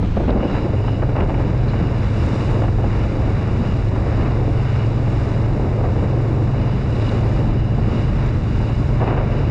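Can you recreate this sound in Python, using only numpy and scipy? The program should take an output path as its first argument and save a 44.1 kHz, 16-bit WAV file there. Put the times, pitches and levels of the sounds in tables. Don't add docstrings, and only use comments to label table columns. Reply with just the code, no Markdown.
import sys
import numpy as np
from scipy import signal
from scipy.fft import rfft, irfft
from scipy.io import wavfile
from scipy.ndimage import uniform_filter1d

SR = 44100
rng = np.random.default_rng(int(sys.argv[2]) if len(sys.argv) > 2 else 0)


def generate_wav(signal):
    frames = np.transpose(np.atleast_2d(signal))
    scaled = np.clip(frames, -1, 1) * 32767
    pcm = np.round(scaled).astype(np.int16)
    wavfile.write(sys.argv[1], SR, pcm)


N = 418950
TIME = np.arange(N) / SR
FREQS = np.maximum(np.arange(N // 2 + 1) * SR / N, 1)

# (time [s], level [dB], length [s], bright share of power [0-1])
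GUSTS = [(0.026, -21, 0.005, 0.09), (0.166, -19.5, 0.012, 0.3), (0.198, -18, 0.02, 0),
         (0.234, -23, 0.019, 0.2), (0.279, -21, 0.015, 0.46), (0.291, -18, 0.021, 0.2),
         (.319, -22, 0.031, 0.05), (0.354, -22, .02, 0.1), (0.374, -25, 0.0092, 0.1),
         (.403, -20, .009, 0.27), (0.425, -17.5, .03, 0.08), (0.49, -26.5, 0.023, .5),
         (0.541, -25, 0.014, 0.8), (0.566, -22, .0055, 1), (0.58, -26, 0.0063, 1), (0.731, -22, 0.013, 0.1),
         (.839, -27, .01, 1), (0.876, -25.5, .018, 0.85), (1.02, -20.5, 0.013, 0.65),
         (1.09, -28, 0.0097, .55), (1.118, -28, 0.0035, 0.2), (1.154, -22.5, .008, 0.96),
         (1.166, -19, 0.0071, .95), (1.177, -23, 0.019, 0.66), (1.2, -20, 0.014, .85),
         (1.216, -23, 0.024, 0.6), (1.259, -22, .005, .5), (1.291, -23, 0.016, 1),
         (1.343, -19.5, 0.0072, 0.6), (1.397, -26, .012, 0.6), (1.733, -25.5, 0.0096, 0.7),
         (1.792, -24.5, 0.02, 0.5), (2.485, -27, 0.017, 0.3), (2.619, -21, 0.0091, 0.4),
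         (2.638, -22, 0.0064, .65), (2.682, -18.5, 0.0065, 0.33), (2.784, -25, 0.015, .45),
         (2.84, -20, 0.0083, 0.2), (3.276, -25, 0.0086, .4), (3.721, -27, 0.0096, 0.2),
         (3.96, -21, 0.0065, 0.3), (4.179, -18, 0.0074, 0.05), (4.309, -24, 0.0055, 0.2),
         (4.478, -24, 0.0079, 0.1), (5.069, -24, .008, .5), (5.595, -24, .007, 0.2),
         (5.78, -20.5, .011, 0.1), (5.806, -23, .006, 0.32), (5.834, -21, 0.022, 0.24),
         (5.955, -25, 0.016, 0.2), (6.022, -22.5, 0.023, 0.2), (7.112, -24, .009, .65),
         (7.78, -22, 0.012, 0.02), (8.598, -25.5, 0.0089, .3), (8.694, -23, .006, 0.3),
         (8.812, -21, 0.013, 0.05), (8.889, -25.5, .009, .2), (9, -22, 0.011, 0.8),
         (9.012, -19.5, 0.031, 0.4), (9.053, -23, 0.11, 0.8), (9.076, -28, .0036, 0.9),
         (9.165, -24.5, .049, 1)]


def undb(db):
    return 10 ** (np.asarray(db) / 20)


def curve(table):
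    return np.interp(TIME, *np.transpose(table))


def walk(rate_hz):
    x = irfft(rfft(rng.standard_normal(N)) / (1 + (FREQS / rate_hz) ** 4), N)
    return x / np.std(x)


def ringing(centre_hz, width_hz):
    x = irfft(rfft(rng.standard_normal(N)) / (1 + (2 * (FREQS - centre_hz) / width_hz) ** 2), N)
    return x / np.std(x)


def coloured(x, colour, band_hz=(20, 16000)):
    hz, db = np.transpose(colour)
    spectrum = rfft(x) * undb(np.interp(np.log(FREQS), np.log(hz), db))
    spectrum = spectrum / (1 + (FREQS / hz[-1]) ** 4) / (1 + (hz[0] / FREQS) ** 4)
    in_band = (FREQS > band_hz[0]) * (FREQS < band_hz[1])
    return irfft(spectrum, N) / np.std(irfft(spectrum * in_band, N))


def bursts(events, tail, rise=.2):
    power = np.zeros(N)
    for s, db, length_s in events:
        corners_s = [s - .002, s + length_s * rise, s + length_s, s + length_s * (1 + tail)]
        span = slice(*np.searchsorted(TIME, [corners_s[0], corners_s[-1]]))
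        power[span] += undb(db) ** 2 * np.interp(TIME[span], corners_s, [0, .95, .65, 0]) ** 2
    return np.sqrt(power)


def drops(per_s, spread_db):
    impacts = (rng.random(N) < per_s / SR) * rng.standard_normal(N)
    impacts *= undb(spread_db * np.minimum(rng.exponential(size=N), 5))
    return impacts / np.std(impacts)


def engine(blade_order=2.483, firing_order=3, firing_db=-2.5, drift_db=.14, waver_db=2.04):
    # (time [s], speed [rev/s])
    speed = [(0, 41.78), (.6, 42.77), (3.55, 41.92), (3.9, 42.9), (4.75, 43.24), (5.4, 44.5), (6.6, 44.37),
             (8.3, 45.52), (9.5, 45.55)]
    # (time [s], level [dB])
    drone = [(0, -33), (.45, -31), (.85, -21.5), (1.2, -27), (1.55, -20.5), (2.1, -25.5), (2.6, -21.5),
             (3.1, -25.5), (3.6, -21.5), (4.05, -26.5), (4.45, -19.5), (5.2, -21.5), (5.85, -23.5),
             (6.45, -20), (6.8, -23.5), (7.35, -21.5), (7.7, -22), (8.65, -24.5), (9, -22.5), (9.5, -22)]
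    # (order [cycles/rev], level [dB])
    engine_tones = [(2, -29.5), (4, -47), (4.5, -40), (5, -41), (7, -46.5), (10, -55), (13, -45.5)]
    turns = np.cumsum(curve(speed)) / SR
    propeller = (blade_order, curve(drone) + drift_db * walk(2.1))
    firing = (firing_order, curve(drone) + firing_db + drift_db * walk(2.1))
    out = 0
    for order, db in [propeller, firing, *engine_tones]:
        phase = 2 * np.pi * (order * turns + rng.random())
        wobble_rad = .063 * order * walk(5)
        out += np.sqrt(2) * undb(db + waver_db * walk(11)) * np.sin(phase + wobble_rad)
    return out


def rumble(trim_db=1.12):
    # (time [s], level [dB])
    pressure = [(0, -21.5), (.8, -25), (1.75, -23), (2.55, -24.5), (3.05, -23.5), (3.5, -23), (4.8, -25.5),
                (5.1, -25.5), (5.85, -24), (6.15, -26.5), (6.45, -25), (6.7, -25), (7.5, -22), (8.9, -24),
                (9.5, -24)]
    # (frequency [Hz], gain [dB])
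    colour = [(8, -10.5), (22, -4.5), (40, 4), (70, 1), (110, -1.5), (160, -5.5), (220, -8.5), (320, -16),
              (600, -40)]
    return undb(curve(pressure) + trim_db) * coloured(rng.standard_normal(N), colour, band_hz=(20, 75))


def buffeting(trim_db=-1, swell_db=.5, flutter_db=1.1, lull_db=-3):
    # (time [s], level [dB])
    wind = [(0, -28), (.12, -38), (.2, -27), (.26, -31), (.33, -26.5), (.55, -24.5), (.95, -29.5),
            (1.3, -24.5), (1.65, -29), (1.8, -27.5), (1.95, -29), (2.5, -25), (2.66, -23.5), (2.72, -30.5),
            (2.9, -27), (3.2, -26.5), (3.45, -29), (3.62, -27), (3.85, -28), (4.25, -24.5), (4.75, -29.5),
            (5.6, -25.5), (6.2, -26), (6.7, -27), (6.95, -29), (7.22, -25), (7.45, -26.5), (7.67, -32),
            (7.9, -26), (8.1, -29), (8.4, -30.5), (8.9, -30), (9.1, -25.5), (9.5, -28)]
    # (frequency [Hz], gain [dB])
    colour = [(90, -19), (190, -6), (300, 1), (450, -2.5), (620, -7), (900, -13.5), (1400, -23.5),
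              (2500, -29), (6000, -58.5)]
    eddies = coloured(rng.standard_normal(N) * undb(flutter_db * walk(40)), colour, band_hz=(250, 900))
    blasts = gusts()
    level_db = curve(wind) + trim_db + swell_db * walk(5) + lull_db * lulls()
    return undb(level_db) * eddies + blasts


def bow_wave(steady_wash_db=-47, steady_sizzle_db=-56.5, rise=.53, sizzle_share=.85):
    # (deepest at [s], wash [dB], spray [dB], sizzle [dB], length [s])
    waves = [(.54, -44.5, -65.5, -43, 0.23), (0.902, -56, -73, -45.5, 0.27), (1.46, -44.5, -69, -58, 0.27),
             (1.843, -44, -69, -48, 0.37), (2.05, -42, -62, -56, 0.11), (2.23, -44.5, -60, -51, 0.12),
             (2.394, -41, -57, -49, 0.4), (2.99, -42, -65, -52.5, 0.28), (3.37, -43.5, -73, -56, .34),
             (3.673, -43.5, -64.5, -49, 0.27), (4.176, -41.5, -70, -54, 0.35), (4.75, -41, -69, -47, 0.33),
             (5.25, -43.5, -62.5, -54, .36), (6.02, -49, -75, -54, 0.24), (6.72, -45, -74, -48, 0.31),
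             (7.082, -42, -58.5, -44.5, 0.27), (7.36, -47, -61, -50, 0.23), (7.62, -55, -76, -48.5, 0.32),
             (7.986, -43, -62.5, -47, 0.29), (8.253, -41, -67, -58, 0.17), (8.653, -44.5, -69, -48.5, 0.47),
             (9.078, -44.5, -75, -52, 0.27), (9.4, -43.5, -70, -46.5, 0.29)]
    # (time [s], level [dB])
    mist = [(0, -67), (.22, -66.5), (.36, -68), (.62, -63.5), (1.2, -65), (2.8, -62), (3.2, -61.5),
            (6.5, -62.5), (7.65, -65.5), (8.85, -60.5), (9.15, -67), (9.5, -64)]
    wash_power = undb(steady_wash_db) ** 2
    spray_power = undb(curve(mist)) ** 2
    sizzle_power = undb(steady_sizzle_db) ** 2
    for s, wash_db, spray_db, sizzle_db, length_s in waves:
        width_s = length_s * np.where(TIME < s, rise, 1 - rise)
        falloff = np.minimum(((TIME - s) / width_s) ** 2, 20)
        surge = np.exp(-falloff)
        wash_power += surge * undb(wash_db) ** 2
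        spray_power += surge * undb(spray_db) ** 2
        sizzle_power += np.exp(-falloff / sizzle_share ** 2) * undb(sizzle_db) ** 2
    return 10 * np.log10([wash_power, spray_power, sizzle_power])


def wash_and_spray(wash_db, spray_db, spray_trim_db=2, churn_db=.5, fizz_db=.43):
    # (frequency [Hz], gain [dB])
    wash_colour = [(250, -10.5), (600, 5.5), (1100, 7), (1900, 0), (2400, 0), (2900, -5), (3900, -8),
                   (5000, -15), (6500, -22), (9000, -46.5)]
    # (frequency [Hz], gain [dB])
    spray_colour = [(1500, -7.5), (3500, 10.5), (5200, 3), (7200, -0.5), (8700, -7.5), (10000, -18),
                    (12000, -28), (15000, -44.5)]
    churn = drops(per_s=9000, spread_db=-.5) * undb(churn_db * walk(13))
    fizz = drops(per_s=12000, spread_db=-1.5) * undb(fizz_db * walk(25))
    wash = undb(wash_db) * coloured(churn, wash_colour, band_hz=(1500, 3000))
    spray = undb(spray_db + spray_trim_db) * coloured(fizz, spray_colour, band_hz=(6000, 10000))
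    return wash + spray


def sizzle(level_db, flicker_db=1.6):
    # (centre [Hz], width [Hz], gain [dB])
    bands = [(2870, 330, -0.5), (3960, 390, -10), (5000, 640, -13.5)]
    hiss = sum(undb(db + flicker_db * walk(30)) * ringing(hz, width_hz) for hz, width_hz, db in bands)
    return undb(level_db) * hiss


def lulls(lead_s=.01, width_s=.014):
    centres = np.zeros(N)
    centres[((np.array(GUSTS)[:, 0] - lead_s) * SR).astype(int)] = 1
    size = int(width_s * SR)
    triangles = size * uniform_filter1d(uniform_filter1d(centres, size), size)
    return np.minimum(triangles, 1)


def hull_thumps(rise_s=.011, clatter_db=-8):
    # (time [s], level [dB], pitch [Hz])
    thumps = [(0.023, -21, 189), (0.16, -17, 200), (0.275, -19.5, 237), (0.343, -18, 180),
              (0.407, -21, 216), (1.662, -18, 208), (1.81, -13.5, 172), (2.319, -19, 214), (3.59, -15, 231),
              (5.07, -18, 193), (6.024, -26, 197), (7.127, -19.5, 192), (7.44, -19, 218), (7.862, -19, 202),
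              (7.926, -21, 223), (8.792, -15.5, 212)]
    booms, envelope = np.zeros(N), np.zeros(N)
    for s, db, hz in thumps:
        age_s = np.maximum(TIME - s, 0)
        swell = undb(db) * age_s / rise_s * np.exp(1 - age_s / rise_s)
        booms += swell * np.sin(2 * np.pi * (hz * age_s + rng.random()))
        envelope += swell
    return booms + undb(clatter_db) * envelope * ringing(centre_hz=220, width_hz=99)


def gusts(flicker_db=2):
    # (frequency [Hz], gain [dB])
    thud_colour = [(90, -15.5), (200, 10.5), (500, 7), (780, 2), (1200, -20), (2500, -36.5), (6000, -67.5)]
    # (frequency [Hz], gain [dB])
    tear_colour = [(200, -9.5), (500, 4), (850, 3), (1250, -6), (2000, -14), (2900, -18), (4000, -33),
                   (8000, -67)]
    s, db, length_s, bright = np.transpose(GUSTS)
    bright = np.clip(bright, .02, .98)
    thud = coloured(rng.standard_normal(N), thud_colour)
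    tear = coloured(rng.standard_normal(N) * undb(flicker_db * walk(150)), tear_colour)
    thud *= bursts(zip(s, db + 10 * np.log10(1 - bright), length_s), tail=.91)
    tear *= bursts(zip(s, db + 10 * np.log10(bright), length_s), tail=.91)
    return thud + tear


def splashes(patter_db=-4, ring_db=-5, ring_spread_hz=170):
    # (time [s], level [dB], length [s], pitch [Hz])
    landings = [(.303, -36, .006, 3680), (.49, -48, .092, 3870), (1.679, -38, 0.024, 4200),
                (1.78, -47, .012, 4200), (6.952, -45, .016, 3870), (7.003, -47, .05, 3820),
                (7.081, -39.5, .009, 3850), (7.091, -37.5, .004, 3850), (7.982, -45, .009, 3880)]
    # (frequency [Hz], gain [dB])
    patter_colour = [(2200, -20), (3200, -1), (3950, -2), (4500, -4.5), (5400, -19), (8000, -36.5)]
    # (time [s], level [dB], length [s])
    smacks = [(.565, -33, .004), (.583, -34, .004), (1.164, -31, 0.0024), (1.205, -30, .005),
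              (9.076, -31, 0.0036)]
    # (frequency [Hz], gain [dB])
    smack_colour = [(900, -6), (2300, 4), (3600, -6.5), (5000, -18), (8000, -38)]
    patter = undb(patter_db) * coloured(drops(per_s=2200, spread_db=.5), patter_colour)
    ring = undb(ring_db) * np.sqrt(2) * walk(ring_spread_hz)
    out = bursts(smacks, tail=.87) * coloured(rng.standard_normal(N), smack_colour)
    for s, db, length_s, hz in landings:
        out += bursts([(s, db, length_s)], tail=.64) * (patter + ring * np.sin(2 * np.pi * hz * TIME))
    return out


def scene():
    wash_db, spray_db, sizzle_db = bow_wave()
    mix = engine() + rumble() + buffeting() + hull_thumps()
    mix += wash_and_spray(wash_db, spray_db) + splashes() + sizzle(sizzle_db)
    return mix[None]


def limit_bass(x, split_hz=420, threshold_db=-15.5, window_s=.015, makeup_db=1):
    bass = irfft(rfft(x) / (1 + (FREQS / split_hz) ** 4), N)
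    size = int(window_s * SR)
    power = uniform_filter1d(uniform_filter1d(bass ** 2, size), size // 2 + 1)
    gain = (1 + (power / undb(threshold_db) ** 2) ** 3) ** (-1 / 6)
    return x - bass + bass * gain * undb(makeup_db)


def record(dry, hollow_fade_s=(.27, .33), top_hz=15200):
    # (centre [Hz], depth [dB], width below [Hz], width above [Hz])
    mic_dips = [(2450, 3, 55, 130), (3114, 13, 98, 390), (4227, 10.5, 110, 234), (5480, 3, 90, 110),
                (6020, 6.5, 170, 580), (7800, 7, 230, 350)]
    x = limit_bass(dry[0])
    cut_db = 0
    for hz, depth_db, below_hz, above_hz in mic_dips:
        width_hz = np.where(FREQS < hz, below_hz, above_hz)
        cut_db += depth_db * np.exp(-np.abs((FREQS - hz) / width_hz) ** 1.2)
    hollow = irfft(rfft(x) * undb(-cut_db), N)
    x += (hollow - x) * np.interp(TIME, hollow_fade_s, [0, 1])
    lowpass = signal.ellip(8, .2, 70, top_hz, fs=SR, output="sos")
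    return signal.sosfilt(lowpass, x)[None]


dry = scene()
out = record(dry)
generate_wav(out)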